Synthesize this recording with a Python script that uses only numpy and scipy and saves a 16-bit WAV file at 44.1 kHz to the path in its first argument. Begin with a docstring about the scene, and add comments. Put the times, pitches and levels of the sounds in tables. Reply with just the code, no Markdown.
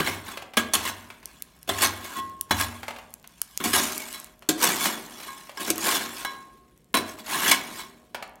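"""Shovelling coal at the forge

A small steel shovel, close to the microphone, pushes coal into a heap on the forge's sheet-steel pan.
Strokes and blows crush random grit that drives the modes of blade, pan and stand; the free blade also rings.
Lumps tumble and coal snaps as short noise bursts, and butts against the pan give low thumps.
The workshop adds a faint low rumble of filtered noise and a short echo of dense reflections."""
import sys
import numpy as np
from scipy import signal
from scipy.io import wavfile
from scipy.ndimage import uniform_filter1d

SR = 44100
rng = np.random.default_rng(int(sys.argv[2]) if len(sys.argv) > 2 else 0)


def to_wav(sig):
    """Store sig (one row per channel, or 1-D mono) as 16-bit WAV at the path in sys.argv[1].

    Samples outside -1..1 are clipped; the rate is SR.
    """
    pcm = np.clip(np.atleast_2d(sig), -1, 1) * 32767
    pcm = np.round(pcm).astype(np.int16)
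    wavfile.write(sys.argv[1], SR, pcm.T)  # frames by channels


N = 370440
TIME = np.arange(N) / SR

# The blade lands or jams. Each row: start in seconds, then levels before trim of clash in dB,
# sizzle in dB and pan boom in dB, and decay time constant in seconds.
BLADE_BLOWS = [(0, -26, -43, -30.5, 0.012), (0.569, -20.5, -27, -25.5, 0.016),
               (0.735, -25, -19, -36, 0.016), (0.751, -26, -20, -27.5, 0.0045),
               (0.852, -38, -42, -41, 0.0055), (1.675, -43.5, -47, -41, 0.039),
               (1.69, -26.5, -31.5, -26.5, 0.013), (1.819, -27, -21.5, -41, 0.015),
               (2.508, -19.5, -36, -23.5, 0.0094), (3.6, -36.5, -74, -34.5, 0.021),
               (3.639, -29, -26, -28, 0.028), (3.732, -26.5, -28.5, -31.5, 0.029),
               (4.488, -25, -17.5, -21, 0.011), (4.857, -14.5, -41, -39, 0.0017),
               (5.572, -35, -48, -40.5, 0.0059), (5.702, -47.5, -19.5, -26.5, 0.006),
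               (6.248, -26, -42, -42, 0.0053), (6.941, -21.5, -54, -23, 0.018),
               (6.969, -30, -26, -26.5, 0.01), (7.48, -28, -22, -43.5, 0.011),
               (7.513, -19, -19, -40.5, 0.014)]
# Modes of the free blade, twisting and bending by turns.
# Each row: frequency in Hz, relative level in dB, undamped t60 in seconds.
BLADE_MODES = [(1003, -5, .3), (1076, 1, .8), (1205, -6, .17), (1480, -8, .13), (1640, -3, .38),
               (1946, -11, .55), (2197, -4, .3), (2975, -5, .13), (3230, -10, .14), (3390, -4, .18),
               (3975, -6.5, .38), (4540, -12, .06), (5450, -12, .2), (6500, -14, .14), (7720, -18, .12),
               (9620, -22, .25)]
# Spectrum of a coal snap. Each row: frequency in Hz, relative level in dB per Hz.
SNAP_SPECTRUM = [(200, -20.5), (1500, -12), (4000, -6), (7000, 0), (12000, 3), (16000, -2)]
# Spectrum of a knocking lump. Each row: frequency in Hz, relative level in dB per Hz.
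KNOCK_SPECTRUM = [(80, -24.5), (450, -8), (770, 0), (1200, -4.5), (2700, -5.5), (5000, -16.5),
                  (16000, -24.5)]


def amp(db):
    """Turns dB into an amplitude factor."""
    return 10 ** (np.asarray(db) / 20)


def unit(x):
    """Scales to an energy of one."""
    return x / np.sqrt(np.sum(x ** 2) + 1e-20)


def read(points, hz):
    """Reads a table on a log-frequency axis."""
    f, value = np.transpose(points)
    return np.interp(np.log(hz + 1), np.log(f + 1), value)


def along(rows):
    """Joins the rows of a curve by straight lines, one signal a column."""
    s, *columns = np.transpose(rows)
    return [np.interp(TIME, s, column) for column in columns]


def add(mix, s, sound):
    """Mixes a sound in at time s."""
    part = mix[max(round(s * SR), 0):][:len(sound)]
    part += sound[:len(part)]


def through(x, response):
    """Sends a force or sound through an impulse response."""
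    return signal.oaconvolve(x, response)[:N]


def colour(points, size=2048):
    """Causal minimum-phase impulse response with the given spectrum and an energy of one."""
    log_gain = np.log(amp(read(points, abs(np.fft.fftfreq(size, 1 / SR)))))
    spectrum = np.exp(np.conj(signal.hilbert(log_gain)))
    return unit(np.fft.ifft(spectrum).real)


def body(modes, damping_db_s=0):
    """Impulse response of a set of dying modes; contact adds damping."""
    t = TIME[:SR]
    response = np.zeros(SR)
    for k, (hz, db, t60) in enumerate(modes):
        decay = amp(-t * (60 / t60 + damping_db_s))
        response += amp(db) * unit(decay * np.cos(2 * np.pi * (hz * t + k / 4)))
    return unit(response)


def bursts(rows, length, spectrum):
    """Each row (start in s, peak in dB) is one fracture or impact: coloured noise dying away in length s."""
    out, t, response = np.zeros(N), TIME[:2048], colour(spectrum)
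    for s, db in rows:
        dying_noise = rng.standard_normal(len(t)) * np.exp(-t / length)
        burst = signal.fftconvolve(dying_noise, response)
        add(out, s, amp(db) * burst / abs(burst).max())
    return out


def workshop_air():
    """The faint low rumble of the workshop: steady noise with a fixed spectrum."""
    # Each row: frequency in Hz, relative level in dB per Hz.
    air_spectrum = [(20, -22), (58, 14.5), (80, -3), (170, 6), (1000, -24), (16000, -36.5)]
    return amp(-61.5) * through(rng.standard_normal(N), colour(air_spectrum))


def room(x):
    """A tail of dense reflections that builds up quickly, each band dying at its own speed."""
    # Reverberation of the workshop. Each row: frequency in Hz, t60 in seconds.
    room_t60 = [(200, 1.0), (800, 0.7), (5000, 0.31), (15000, 0.1)]
    taps = rng.standard_normal(SR) * (1 - np.exp(-TIME[:SR] / 0.0054))
    hz, t, bands = signal.stft(taps, SR, nperseg=256)
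    decay = amp(-60 * t / read(room_t60, hz)[:, None])
    tail = signal.istft(bands * decay, SR, nperseg=256)[1]
    return through(x, unit(tail))


def crackle(per_s, db):
    """Small random ticks of the fire and of settling crumbs; a few stand out by up to 20 dB."""
    draws = rng.random((int(per_s * N / SR), 2))
    ticks = [(u * N / SR, db + 20 * v ** 4) for u, v in draws]
    return bursts(ticks, 0.00022, SNAP_SPECTRUM)


def coal_snaps():
    """Coal in the fire fractures with sharp snaps: noise bursts under a millisecond long."""
    # Each row: start in seconds, peak in dB.
    snap_times = [(1.257, -17.5), (1.4227, -13.5), (1.6298, -28), (2.2975, -35), (2.4112, -8),
                  (3.1397, -20), (3.275, -27), (3.4169, -4), (3.5756, -4.5), (3.8355, -13), (3.979, -12.5),
                  (4.1283, -20.5), (4.2003, -20.5), (4.2444, -22.5), (5.7026, -6), (5.7588, -18),
                  (5.7808, -12)]
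    return bursts(snap_times, .0008, SNAP_SPECTRUM)


def lump_knocks():
    """Single lumps tumble and knock, each a duller burst of several milliseconds."""
    # Each row: start in seconds, peak in dB.
    knock_times = [(0.373, -23), (0.422, -27.5), (0.536, -29), (1.102, -29.5), (1.229, -38), (2.831, -23),
                   (2.881, -19), (2.907, -27), (2.962, -32), (2.986, -32), (3.242, -36), (4.423, -34),
                   (5.494, -28.5), (6.334, -35), (8.146, -19.5), (8.225, -21)]
    return bursts(knock_times, .008, KNOCK_SPECTRUM)


def tumble(push_db, per_s, db, most_db):
    """Small lumps roll ahead of the blade, harder when it pushes harder."""
    when, size = rng.random((int(per_s * N / SR), 2)).T
    push_then_db = push_db[(when * N).astype(int)]
    peaks_db = np.minimum(push_then_db + db, most_db) - 10 * size
    return bursts(zip(when * N / SR, peaks_db), 0.0023, KNOCK_SPECTRUM)


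def thumps():
    """Loaded with coal, the pan answers a butt of the blade with a few low cycles that swell and die."""
    # Each row: start in seconds, level in dB, pitch in Hz.
    butts = [(.003, -30, 160), (.571, -25, 225), (4.489, -18, 310), (5.705, -24, 330)]
    out, t = np.zeros(N), TIME[:SR]
    thump_s = .010  # time constant of the decay
    for s, db, hz in butts:
        swell = np.sqrt(t / thump_s) * np.exp(1 - t / thump_s)
        add(out, s, amp(db) * swell * np.sin(2 * np.pi * hz * t))
    return out


def singing():
    """Where only its edge touches, the blade rings freely; contact near a corner brings out twisting modes."""
    # The free blade is tapped or chatters. Each row: start in seconds, level in dB before the mode levels,
    # rise in seconds, brightness in dB per octave, twist in dB, extra damping by contact in dB/s.
    taps = [(2.08, -40, .02, -12, 7, 30), (2.152, -22.5, .018, -4, -16, 35), (2.595, -23, .012, -8, 0, 200),
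            (4.137, -49, .002, 6, 3, 70), (5.28, -37, .002, -4, 2, 50), (5.572, -35, .004, -7, 2, 80),
            (6.248, -35, .0005, 0, 5, 0), (6.943, -18.5, .004, -8, 2, 350), (7.511, -27, .001, 8, -14, 600),
            (7.79, -44, .004, 3, 1, 90)]
    out, t = np.zeros(N), TIME[:SR]
    for s, ring_db, rise, slope_db, twist_db, damping in taps:
        ring = np.zeros(SR)
        for k, (hz, db, t60) in enumerate(BLADE_MODES):
            twisting = k % 2 == 0
            mode_db = db + slope_db * np.log2(hz / 1000) + twist_db * twisting
            ring += amp(mode_db - 60 * t / t60) * np.sin(2 * np.pi * (hz * t + rng.random()))
        add(out, s, amp(ring_db - damping * t) * ring * (1 - np.exp(-t / rise)))
    return out


def chinks(force):
    """Lumps of many sizes snag on the blade and spring free, each with a short ring at its own pitch."""
    per_s, t60 = 240, .016  # chinks per second, ring time in s
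    low, high = 1700, 13000  # range of pitch in Hz
    out, t = np.zeros(N), TIME[:2048]
    when, pitch, size = rng.random((int(per_s * N / SR), 3)).T
    pitches_hz = low * (high / low) ** pitch
    gains = unit(size ** 2) * np.sqrt(N)
    for at, hz, gain in zip((when * N).astype(int), pitches_hz, gains):
        ring = unit(amp(-60 * t / t60) * np.sin(2 * np.pi * hz * t))
        add(out, at / SR, gain * force[at] * ring)
    return out


def grit(per_s, spread_db, dust):
    """Force of crushed grains: clicks of uneven size over a bed of fine dust, rms one."""
    struck = rng.random(N) < per_s / SR
    sizes = amp(spread_db * np.minimum(rng.exponential(1, N), 4))
    clicks = struck * rng.choice([-1, 1], N) * sizes
    return unit(unit(clicks) + dust * unit(rng.standard_normal(N))) * np.sqrt(N)


def wander(x, depth_db, order, size):
    """As the point of contact moves, resonances swell and fade (over `order` frames and `size` bins)."""
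    z = signal.stft(x, nperseg=512, noverlap=384)[2]
    patches = uniform_filter1d(rng.standard_normal(z.shape), size, 0)
    patches = uniform_filter1d(patches, order, 1)
    gain = amp(depth_db * patches / patches.std())
    y = signal.istft(z * gain, nperseg=512, noverlap=384)[1][:N]
    return unit(y) * np.sqrt(N)


def judder(depth_db, size):
    """Gain of the blade catching and slipping: noise smoothed twice over `size` samples."""
    smooth = uniform_filter1d(uniform_filter1d(rng.standard_normal(N), size), size)
    return amp(depth_db * np.sqrt(N) * unit(smooth))


def effort():
    """Scrape and pan boom in dB before trim: each push builds and lets go; disturbed coal slides to rest."""
    # The blade goes through the coal in full strokes and small nudges. Each row: time of hardest push in
    # seconds, scrape in dB before trim, build-up in seconds, let-go in seconds,
    # pan boom in dB re scrape before trim.
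    pushes = [(.08, -26.5, 0.097, 0.11, -6.5), (.285, -37.5, 0.07, 0.14, -8),
              (.89, -27.5, 0.15, 0.04, -10.5), (1.3, -57, 0.24, 0.77, -3), (1.855, -21, 0.11, 0.03, -9),
              (2.05, -38.5, 0.044, 0.12, -6), (2.189, -36.5, 0.14, 0.031, -1.5),
              (2.614, -24, 0.1, 0.058, -14), (3.769, -28, 0.1, 0.26, -4), (4.15, -44.5, 0.85, 0.18, -13),
              (4.632, -21.5, 0.053, 0.2, -4), (4.863, -25, 0.13, 0.077, -6), (5.24, -45, 0.41, 0.49, -7.5),
              (5.603, -34, 0.017, 0.21, -2), (5.685, -31.5, 0.06, 0.031, 2.5), (5.87, -24, 0.1, 0.12, -4.5),
              (5.931, -23, 0.11, 0.14, -6), (6.231, -40, 0.74, 0.044, -15),
              (7.091, -41.5, 0.057, 0.085, -7), (7.2, -42.5, 0.033, 0.033, 3.5),
              (7.325, -29, 0.07, 0.36, -6.5), (7.495, -22, 0.23, 0.05, -5),
              (7.796, -38.5, 0.21, 0.094, -11)]
    stroke_range_db = 21.5  # gained over the build-up and lost over the let-go
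    settle_db, settle_db_per_s = -19, 52.5  # coal keeps sliding after a push
    settle_boom_db, rumble_db_per_s = -15, 30.5  # the pan's rumble outlasts the sliding
    jolt_db, jolt_db_per_s = -21.5, 83  # coal shaken loose by a blow, re its clash
    lift_s = 0.037  # time for the blade to meet the coal before a push and to leave it afterwards
    rest_db = -74  # faint rubbing of the blade at rest
    t = TIME[::64]

    def swell(s, db, build, fall_db_s):
        """Power that rises to time s and falls after it, both straight in dB."""
        below_db = np.maximum((s - t) * stroke_range_db / build, (t - s) * fall_db_s)
        return amp(db - below_db) ** 2

    scrape, boom = np.full((2, len(t)), amp(rest_db) ** 2)
    for s, db, build, let_go, boom_db in pushes:
        touching = np.clip(1 + np.minimum(t - s + build, s + let_go - t) / lift_s, 0, 1)
        push = swell(s, db, build, stroke_range_db / let_go) * touching ** 2
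        scrape += push + swell(s, db + settle_db, build, settle_db_per_s)
        rumble = swell(s, db + settle_boom_db, build, rumble_db_per_s)
        boom += amp(boom_db) ** 2 * (push + rumble)
    for s, clash_db, *_ in BLADE_BLOWS:
        sliding = (t > s) * amp(clash_db + jolt_db - jolt_db_per_s * abs(t - s)) ** 2
        scrape += sliding
        boom += sliding
    return [np.interp(TIME, t, 10 * np.log10(power)) for power in (scrape, boom)]


def shovel(scrape_db, boom_db):
    """Strokes and blows crush grit between blade and pan and shake both."""
    # Slow drift of the balance as the shovel works round the pan. Each row: time in seconds,
    # sizzle of fine grit in dB re scrape and thud of the stand in dB re boom, both before trim.
    place = [(.3, -7.5, -10.5), (1.3, -0.5, -16), (2.5, -2, -8), (3.6, 6.5, -18), (4.7, 2, -39.5),
             (6, -0.5, -20.5), (7.2, -1.5, -26.5)]
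    # Modes of the pan. Each row: frequency in Hz, relative level in dB, t60 in seconds.
    pan_modes = [(160, -13, .25), (232, -4, .25), (280, -5, .2), (326, -4, .2), (389, -3, .25),
                 (724, -4, .25), (237, -9, 1.5), (624, -14, 1.8)]
    # The forge rocking on its legs. Each row: frequency in Hz, relative level in dB, t60 in seconds.
    stand_modes = [(74, -12, .5), (95.5, -9, .85)]
    # Spectra of crunch, sizzle and boom. Each row: frequency in Hz, relative level in dB per Hz.
    crunch_spectrum = [(100, -38), (400, -7.5), (1050, 6.5), (1350, 1), (1700, 4), (2500, -1.5),
                       (3400, -0.5), (4800, -8.5), (8000, -11), (16000, -10.5)]
    sizzle_spectrum = [(500, -24), (2500, 0.5), (4500, 0), (7500, 2.5), (14000, -2), (16000, -14)]
    boom_spectrum = [(40, -33.5), (130, -15.5), (220, 1), (400, 0), (600, -6.5), (1400, -43.5)]

    sizzle_db, thud_db = along(place)
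    slips = judder(1.8, size=170)
    crunch = slips * amp(scrape_db - 3.5)
    sizzle = slips * amp(scrape_db + sizzle_db - 2)
    boom = slips * amp(boom_db - 5.0)
    t = TIME[:SR // 3]
    for start, *levels_db, length in BLADE_BLOWS:
        blow = np.exp(-t / length) * (1 - np.exp(-t / 0.00078))
        for drive, db in zip((crunch, sizzle, boom), levels_db):
            add(drive, start, amp(db + 2.5) * blow)

    coarse = grit(per_s=2500, spread_db=2.6, dust=.5)
    fine = grit(per_s=2200, spread_db=2.8, dust=.35)
    coarse = wander(coarse, 3.5, order=9, size=3)
    fine = wander(fine, 4.5, order=12, size=3)

    blade = body(BLADE_MODES, damping_db_s=800)  # pressed into the coal, it rings only briefly
    crushing = amp(1.5) * through(crunch * coarse, colour(crunch_spectrum))
    steel = crushing + amp(-2.0) * through(crunch * fine, blade)
    chips = through(sizzle * fine, colour(sizzle_spectrum)) + amp(-5.5) * chinks(crunch)
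    shaking = boom * grit(per_s=2500, spread_db=2.6, dust=.5)
    pan = through(boom * coarse, colour(boom_spectrum))
    pan += amp(-3.5) * through(shaking, body(pan_modes))
    stand = through(amp(thud_db + 3.0) * shaking, body(stand_modes))
    return steel + chips + pan + stand


def scene():
    """Shovel, lumps and fire in the workshop, over its faint rumble."""
    air = workshop_air()
    fire = coal_snaps() + crackle(per_s=32, db=-54.5)
    scrape_db, boom_db = effort()
    lumps = lump_knocks() + tumble(scrape_db, per_s=30, db=11.7, most_db=-23.0)
    steel = shovel(scrape_db, boom_db) + singing() + thumps()
    echo = room(amp(-13.0) * steel + amp(-8) * lumps + amp(-18) * fire)
    return (steel + lumps + fire + air + echo)[None]


def record(dry):
    """The band limit of the recorder: a steep low-pass at 16.1 kHz."""
    low_pass = signal.firwin(255, 16100, window=("kaiser", 8), fs=SR)
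    return signal.oaconvolve(dry, low_pass[None], "same")


dry = scene()
out = record(dry)
to_wav(out)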